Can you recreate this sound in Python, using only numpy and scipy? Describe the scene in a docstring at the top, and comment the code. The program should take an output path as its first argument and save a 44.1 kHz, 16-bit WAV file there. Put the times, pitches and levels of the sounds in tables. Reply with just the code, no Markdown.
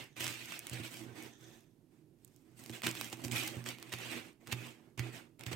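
"""Bead net on a table

A net of plastic tube beads is dragged, lifted, laid down and smoothed flat on a cloth-covered table
in a small room. Stick-slip friction makes a dense, grainy rustle; single beads click on impact, and
the stretched thread rasps through the tubes. Hands and net excite the modes of the hollow table,
which thumps and rumbles. All is close to the microphone and a little to its right."""
import sys
import numpy as np
from scipy import signal
from scipy.fft import rfft, irfft, next_fast_len
from scipy.io import wavfile

SR = 44100
rng = np.random.default_rng(int(sys.argv[2]) if len(sys.argv) > 2 else 0)


def master_out(mix):
    """Clip the mix to full scale and print it as 16-bit PCM to the path in sys.argv[1]."""
    frames = np.transpose(np.atleast_2d(mix))
    ceiling = np.clip(frames, -1, 1)
    pcm = np.round(ceiling * 32767).astype(np.int16)
    wavfile.write(sys.argv[1], SR, pcm)


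N = 244755
TIME = np.arange(N) / SR
FFT_SIZE = next_fast_len(N + SR // 2, real=True)
FREQS = np.maximum(np.arange(FFT_SIZE // 2 + 1) * SR / FFT_SIZE, 1)


# Spectrum of beads rubbing on cloth and on each other: f/Hz, density level/dB
FRICTION_SPECTRUM = [(450, 1.5), (750, 2), (1200, -2), (1650, -1.5), (2100, 0), (2550, 1), (3100, -2.5),
                     (4000, -6), (5200, -6), (7000, -5), (8500, -2), (9900, -11), (12500, -6),
                     (15800, -10.5), (17500, -20)]

def sliding_beads(rustle_db, scrape_db, rattle_db, cloth_cutoff_hz=11100):
    """Source and filter: the same slips sound in the hollow tubes, the cloth and the hard rims."""
    loose = stick_slip(per_s=2600, spread_db=2.2, smooth=.55, bunch_db=1.9)
    pressed = stick_slip(per_s=14000, spread_db=1.5, smooth=1.3, bunch_db=.7)
    pressed = signal.sosfilt(signal.butter(1, cloth_cutoff_hz, fs=SR, output="sos"), pressed)
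    # loose beads tick; beads pressed into the cloth are muffled and rub evenly
    loose_share = 1 / (1 + from_db(scrape_db - rattle_db + 5) ** 2)
    friction = np.sqrt(loose_share) * unit_rms(loose) + np.sqrt(1 - loose_share) * unit_rms(pressed)
    friction = shifting_resonances(friction, depth_db=3.5, width_hz=170)
    colour = from_db(at_hz(FRICTION_SPECTRUM, FREQS))
    scrape = from_db(scrape_db) * stereo(friction, colour * band(500, 2100))
    rustle = from_db(rustle_db) * stereo(friction, colour * band(2100, 3650))
    rattle = from_db(rattle_db) * stereo(friction, colour * band(4000, 21000))
    return scrape + rustle + rattle


def stick_slip(per_s, spread_db, smooth, bunch_db):
    """Stick-slip friction: bunches of uneven random impulses over smooth noise."""
    sizes = from_db(spread_db * np.minimum(rng.exponential(1, N), 4))
    ticks = (rng.random(N) < per_s / SR) * sizes * rng.standard_normal((2, N))
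    knots_s = np.arange(0, 6, 1 / 140)
    bunches = from_db(bunch_db * np.interp(TIME, knots_s, rng.standard_normal(len(knots_s))))
    return bunches * (ticks / ticks.std() + smooth * rng.standard_normal((2, N)))


def shifting_resonances(x, depth_db, width_hz, size=2048):
    """Time-varying filtering: beads rub in turn, each with its own spectral peaks and dips."""
    hz, _, spectra = signal.stft(x, SR, nperseg=size)
    peaks = rng.standard_normal((spectra.shape[-1], 400))
    ripple = np.array([np.interp(hz / width_hz, np.arange(len(row)), row) for row in peaks])
    _, coloured = signal.istft(spectra * from_db(depth_db * ripple.T), SR, nperseg=size)
    return unit_rms(coloured[:, :N])


# Hand strokes: t/s, duration/s, rustle level/dB, hand weight/dB, bead looseness/dB
HAND_STROKES = [(-0.06, 0.075, -54, -4, -6), (0.153, 0.068, -54, -5.5, -3.5),
                (0.191, 0.044, -46, -11, -1.5), (0.221, 0.082, -48, -6, -.5), (0.287, 0.17, -54, -10.5, -5),
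                (0.465, 0.099, -52.5, -8.5, -4.5), (0.594, 0.14, -64, -2, 0.5),
                (0.703, .1, -54.5, -4.5, -3), (0.825, .04, -53.5, -4.5, 0.5), (0.888, 0.11, -60, -2.5, 3),
                (0.962, 0.17, -78.5, 10.5, 4), (1.131, 0.13, -65.5, 4, 3.5), (1.353, 0.21, -80, 7, 9.5),
                (1.893, 0.099, -93, 6.5, 8), (2.152, .27, -92.5, 5.5, 12), (2.427, .13, -92.5, 10.5, 10),
                (2.546, 0.16, -71, 2, 8.5), (2.716, 0.051, -57, -4, -0.5), (2.823, 0.064, -45.5, -5, -3.5),
                (2.915, 0.15, -55, -3.5, 1.5), (3.116, 0.019, -56, -1, 1), (3.136, 0.2, -70.5, 7.5, 6.5),
                (3.235, 0.018, -57, 2.5, 9.5), (3.31, 0.056, -49.5, -2.5, 0),
                (3.345, 0.053, -41, -13, -3.5), (3.399, 0.084, -50, -5, 0.5),
                (3.487, 0.11, -64.5, 3.5, 1.5), (3.644, 0.062, -52.5, -3, -1),
                (3.742, 0.21, -65.5, -1.5, -3), (3.916, 0.025, -47, -9.5, -5),
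                (3.947, 0.18, -51.5, -5.5, -6), (4.097, 0.085, -54, -1.5, -3.5),
                (4.228, 0.056, -67.5, 2, -1.5), (4.394, 0.056, -86, 9, 7), (4.449, 0.11, -65.5, 3.5, 1.5),
                (4.513, 0.012, -42, -14, -8), (4.538, 0.15, -61, -0.5, -1.5), (4.748, 0.14, -94, 14, 8),
                (4.972, 0.032, -54.5, -3, -7.5), (5.008, 0.08, -59.5, -0.5, -6),
                (5.115, 0.064, -59.5, -1, -1), (5.183, 0.076, -85, 10, -5), (5.384, 0.054, -67, 1.5, -4),
                (5.454, .04, -59, 0, -3), (5.511, 0.019, -50.5, -1, -4.5)]

def stroke_levels():
    """Incoherent strokes add in power. A heavy hand scrapes and shakes the table; loose beads rattle."""
    t = TIME[::20]
    power = np.array([stroke_envelope(t, start, length) ** 2 for start, length, *_ in HAND_STROKES])
    _, _, rustle_db, weight_db, loose_db = np.transpose(HAND_STROKES)
    scrape_db = rustle_db + weight_db
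    rattle_db = rustle_db + loose_db
    rumble_db = rustle_db + 8.5 + 1.59 * weight_db
    layer_powers = from_db([rustle_db, scrape_db, rattle_db, rumble_db]) ** 2 @ power
    return [np.interp(TIME, t, db) for db in 10 * np.log10(layer_powers + 1e-20)]


def stroke_envelope(t, start, length, attack_share=.36):
    """Growth and exponential decay: the net gathers speed, slides, then settles as the hand stops."""
    attack = np.clip((t - start) / (attack_share * length), 0, 1)
    settle_t60_s = .26 * (length / .088) ** .45   # longer strokes stir more beads, which settle slowly
    decay = from_db(-60 * np.clip((t - start - length) / settle_t60_s, 0, 2))
    return np.sin(np.pi / 2 * attack) ** 2 * decay


# Distinct bead-on-bead impacts: t/s, peak level/dB, treble gain/dB, left re right/dB
BEAD_IMPACTS = [(0.1665, -39, -8, -9), (0.208, -25, -2, -6), (0.2432, -27, -8, -3), (0.2668, -24, 2, -4),
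                (0.2794, -25, 4, -2), (0.5218, -30, -5, -6), (0.592, -26, 15, -2), (0.6692, -27, 11, -2),
                (0.697, -31, 4, 0), (0.9416, -34, 2, -6), (2.2476, -42, 26, -14), (2.2776, -51, 20, -11),
                (2.3624, -50, 24, -15), (2.6387, -38, 9, -6), (2.6612, -36, 4, -8), (2.6961, -32, -5, -6),
                (2.8198, -31, -3, -6), (2.8349, -27, -8, -4), (2.866, -21, -5, -2), (2.869, -17, -7, -5),
                (2.8799, -24, -8, -4), (2.9124, -27, 11, -1), (2.9522, -30, -5, -5), (3.012, -22, -4, -7),
                (3.045, -29, 5, -4), (3.1281, -31, -3, -3), (3.2489, -27, 4, -2), (3.2819, -32, 2, -7),
                (3.3213, -27, 6, -9), (3.4345, -26, 2, -8), (3.6411, -37, 3, -9), (3.6623, -31, -11, -5),
                (3.6891, -26, 9, -4), (3.7855, -39, -2, -5), (3.827, -32, 1, -8), (3.9275, -25, -7, -7),
                (3.9374, -28, -7, -5), (4.4722, -34, 0, -5), (4.4778, -37, -1, -4), (4.5248, -25, -8, -8),
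                (4.5284, -21, -7, -5), (4.9774, -39, 3, -8), (4.9943, -26, -8, -5), (5.3945, -40, 7, -12),
                (5.4098, -36, -5, -6), (5.4365, -33, -4, -4), (5.4655, -30, -2, -8), (5.5326, -29, -7, -4)]
# Spectrum of one impact: f/Hz, level/dB
IMPACT_SPECTRUM = [(200, -14), (700, -5), (1500, -1), (2500, 2), (4300, -3), (6500, -2), (8500, -1),
                   (10000, -8), (13000, -6), (15800, -7), (17500, -35)]

def bead_clicks(strays, crunch_t60_s=.006, chatter_t60_s=.016, size=1024):
    """Impact excitation: a bead answers an impulse, a brief crunch and faint chatter on the thread."""
    out = np.zeros((2, N))
    t = np.arange(size) / SR
    hz = np.maximum(np.arange(size // 2 + 1) * SR / size, 1)
    treble = 1 / (1 + (4500 / hz) ** 4)
    for onset, peak_db, treble_db, left_db in BEAD_IMPACTS + strays:
        # rim on rim is bright, tube on tube is hollow
        response = minimum_phase(at_hz(IMPACT_SPECTRUM, hz) + treble_db * treble)
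        chatter = .1 * rng.standard_normal((2, size)) * from_db(-60 * t / chatter_t60_s)
        crunch = .45 * rng.standard_normal(size) * from_db(-60 * t / crunch_t60_s)
        force = chatter + crunch
        force[:, 0] = 1   # the impulse
        click = signal.fftconvolve(force, response[None], axes=1)
        click *= from_db(peak_db) * pan(left_db) / np.abs(click.mean(axis=0)).max()
        lag_s = rng.normal(0, 2e-5)   # unequal paths to the two microphone ports
        add(out[0], onset + lag_s, click[0])
        add(out[1], onset, click[1])
    return out


def stray_impacts(rattle_db, per_s=12, above_rattle_db=20.5, treble_db=7.5, left_db=-2):
    """Poisson process: beads collide by chance, the harder the more they rattle."""
    onsets = np.flatnonzero(rng.random(N) < per_s / SR)
    scatter = rng.standard_normal((len(onsets), 2))
    return [(i / SR, rattle_db[i] + above_rattle_db - softer, treble_db - 2 * duller, left_db)
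            for i, (softer, duller) in zip(onsets, scatter)]


# Hands and net landing: t/s, impulse level/dB, contact time/ms, clatter level/dB
TABLE_LANDINGS = [(0.206, -45, 1.4, -54), (0.714, -32.5, 7, -52), (0.731, -43, 2.2, -43.5),
                  (0.800, -36, 3.6, -52.5), (2.699, -44.5, 1.4, -54.5), (2.869, -35.5, 2.1, -33),
                  (3.13, -47, 0.79, -40), (3.247, -31, 5.9, -48), (3.314, -35, 7.6, -36.5),
                  (3.568, -34, 3.6, -50), (3.689, -51, 3, -38), (3.936, -41.5, 2.4, -53),
                  (4.525, -28.5, 5.6, -33.5), (4.978, -39, 5.2, -55), (4.994, -20.5, 10.4, -40.5),
                  (5.465, -28.5, 7.3, -39.5), (5.529, -34.5, 4.5, -44)]

def landing_force():
    """Impact pulses: the longer the contact, the less treble the force contains."""
    force = np.zeros(N)
    for onset, db, contact_ms, _ in TABLE_LANDINGS:
        age = np.arange(SR // 20) / SR * 1000 / contact_ms   # in contact times
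        pulse = age * np.exp(-4 * age)
        add(force, onset, from_db(db) * pulse / pulse.sum())
    return force


# Spectrum of a strand hitting the table: f/Hz, density level/dB
CLATTER_SPECTRUM = [(150, -32.5), (500, -15.5), (1100, -2.5), (1700, -1.5), (2900, 7.5), (4500, 0.5),
                    (8500, 4), (10500, -42), (16000, 2)]

def strand_clatter(rise_s=.0015, fall_s=.004):
    """Superposed impacts: the beads of a landing strand all strike within a few milliseconds."""
    envelope = sum(from_db(db) * np.exp(-np.maximum((at - TIME) / rise_s, (TIME - at) / fall_s))
                   for at, _, _, db in TABLE_LANDINGS)
    hits = stick_slip(per_s=4000, spread_db=2, smooth=.4, bunch_db=0)
    return envelope * stereo(hits, from_db(at_hz(CLATTER_SPECTRUM, FREQS)))


# Modes of the hollow table: f/Hz, level/dB, T60/s
TABLE_MODES = [(94, -30.5, 0.069), (107, -17, 0.15), (122.4, 0.5, 0.32), (173.4, -7.5, 0.19),
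               (234.4, -2, 0.17), (263.2, -4.5, 0.11), (306.4, -3, 0.085), (324.5, -2, 0.19),
               (362.7, -10, 0.13), (450, -19, 0.24), (670, -12, 0.073)]

def table_response(force):
    """Modal superposition: each mode is a damped oscillator driven by the same force."""
    out = np.zeros(N)
    for hz, db, t60 in TABLE_MODES:
        radius, angle = from_db(-60 / (t60 * SR)), 2 * np.pi * hz / SR
        feedback = [1, -2 * radius * np.cos(angle), radius * radius]
        mode = signal.lfilter([np.sin(angle), -np.sin(angle)], feedback, force + 1e-18)
        out += from_db(db) * mode / angle
    return out


def hollow_table(rumble_db, bass_cutoff_hz=82):
    """Free and forced vibration: landings thump the table, dragged beads keep it rumbling."""
    thumps = table_response(landing_force()) * pan(left_db=-7.5)
    bumps = shifting_resonances(rng.standard_normal((2, N)), depth_db=2.5, width_hz=60, size=4096)
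    # small hard beads excite the upper modes more than a soft hand does
    hardness = from_db(at_hz([(100, -5.5), (240, 0.5), (500, -3.5)], FREQS))
    rumble = from_db(rumble_db) * stereo([table_response(side) for side in bumps], hardness)
    # the deepest bass of the thumps and rumble is thinned out
    bass_cut = signal.butter(3, bass_cutoff_hz, "high", fs=SR, output="sos")
    return signal.sosfilt(bass_cut, thumps + rumble)


# Rasp of the thread as the net is stretched: t/s, level/dB
THREAD_LEVELS = [(1.1, -78), (1.2, -64), (1.29, -71), (1.35, -67), (1.39, -73), (1.45, -64.5), (1.53, -69),
                 (1.62, -79), (1.9, -110)]
# Resonances of the drawn thread: f/Hz, half-width/Hz, level/dB
THREAD_RESONANCES = [(1780, 170, -1), (3480, 260, 0), (6200, 650, -4)]

def thread_rasp():
    """Friction-driven resonance: the taut thread, drawn through the tubes, excites three narrow peaks."""
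    colour = sum(from_db(db) / (1 + ((FREQS - hz) / width) ** 2) for hz, width, db in THREAD_RESONANCES)
    rasp = stick_slip(per_s=1500, spread_db=2, smooth=.7, bunch_db=2.5)
    level_db = np.interp(TIME, *np.transpose(THREAD_LEVELS))
    return from_db(level_db) * stereo(rasp, colour)


def room_reflections(x, echo_s=.009, echo_db=-15.5, tail_db=-17, t60_s=.093, wall_cutoff_hz=4960):
    """Reflection and absorption: a near wall's echo and a diffuse tail, duller than the direct sound."""
    t = np.arange(SR // 2) / SR
    response = rng.standard_normal((2, len(t))) * from_db(-60 * t / t60_s) * (t > .003)
    response *= from_db(tail_db) / np.sqrt(np.sum(response ** 2, axis=1, keepdims=True))
    response[:, round(echo_s * SR)] += from_db(echo_db)
    transfer = rfft(response, FFT_SIZE) / np.hypot(1, FREQS / wall_cutoff_hz)
    return irfft(rfft(x, FFT_SIZE) * transfer, FFT_SIZE)[:, :N]


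# Spectrum of the quiet room: f/Hz, density level/dB
AMBIENT_SPECTRUM = [(12, -45.5), (20, -5), (74, -17.5), (96, -7), (142, 0), (187, -8.5), (347, -4),
                    (499, -19), (1060, -30), (1150, -32.5), (5080, -38.5), (12400, -38), (16000, -46)]

def room_hush(level_db=-66.5):
    """Stationary noise: a faint background, strongest in the bass."""
    colour = from_db(at_hz(AMBIENT_SPECTRUM, FREQS))
    return from_db(level_db) * stereo(rng.standard_normal((2, N)), colour)


# Level difference between the channels: f/Hz, left re right/dB
CHANNEL_BALANCE = [(60, -21), (130, -11), (300, -11.5), (700, -9), (2500, -5), (8000, -5.5), (14000, 0)]
# Likeness of the channels: f/Hz, correlation coefficient
CHANNEL_CORRELATION = [(40, 0.93), (110, 1), (300, 1), (1000, 0.21), (2600, 0.24), (4000, 0.18),
                       (8000, 0.4), (14000, 0.9)]

def stereo(pair, colour):
    """Partial coherence: two independent signals, filtered, form left and right at unit rms."""
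    mid, side = rfft(pair, FFT_SIZE)
    correlation = np.clip(at_hz(CHANNEL_CORRELATION, FREQS), 0, .999)
    channels = np.sqrt(1 + correlation) * mid + np.sqrt(1 - correlation) * side * np.array([[1], [-1]])
    balance = pan(at_hz(CHANNEL_BALANCE, FREQS))
    return unit_rms(irfft(channels * colour * balance, FFT_SIZE)[:, :N])


def pan(left_db):
    """Amplitude panning: left and right gains with a mean of 1."""
    ratio = from_db(np.atleast_1d(left_db))
    return 2 * np.array([ratio, np.ones_like(ratio)]) / (1 + ratio)


def from_db(db):
    """Amplitude ratio of a level."""
    return 10 ** (np.asarray(db) / 20)


def unit_rms(x):
    """Normalisation: the mean of the channels gets rms 1."""
    return x / np.sqrt(np.mean(np.atleast_2d(x).mean(axis=0) ** 2) + 1e-20)


def at_hz(points, hz):
    """Interpolation on a log-frequency axis."""
    known_hz, values = np.transpose(points)
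    return np.interp(np.log(hz), np.log(known_hz), values)


def band(low_hz, high_hz):
    """Band-pass gain with fourth-order Butterworth edges."""
    return 1 / np.sqrt((1 + (low_hz / FREQS) ** 8) * (1 + (FREQS / high_hz) ** 8))


def minimum_phase(db):
    """Causal impulse response of a level spectrum, by folding its cepstrum."""
    cepstrum = irfft(np.log(from_db(db)))
    fold = 1 + np.sign(len(cepstrum) / 2 - np.arange(len(cepstrum)))
    fold[0] = 1
    return irfft(np.exp(rfft(cepstrum * fold)))


def add(track, onset_s, sound):
    """Superposition of a sound on a track."""
    start = int(np.clip(round(onset_s * SR), 0, N - 1))
    track[..., start:start + sound.shape[-1]] += sound[..., :N - start]


def scene():
    """Linear superposition of the beads, their reflections, the table and the background."""
    rustle_db, scrape_db, rattle_db, rumble_db = stroke_levels()
    beads = sliding_beads(rustle_db, scrape_db, rattle_db) + thread_rasp() + strand_clatter()
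    beads += bead_clicks(stray_impacts(rattle_db))
    hush = room_hush()
    return beads + room_reflections(beads) + hollow_table(rumble_db) + hush


def record(dry, low_hz=34, high_hz=16000):
    """Band limiting: the small microphone loses the deepest bass, and the top is cut steeply."""
    thinned = signal.sosfilt(signal.butter(3, low_hz, "high", fs=SR, output="sos"), dry)
    return signal.sosfilt(signal.ellip(10, .1, 70, high_hz, fs=SR, output="sos"), thinned)


dry = scene()
out = record(dry)
master_out(out)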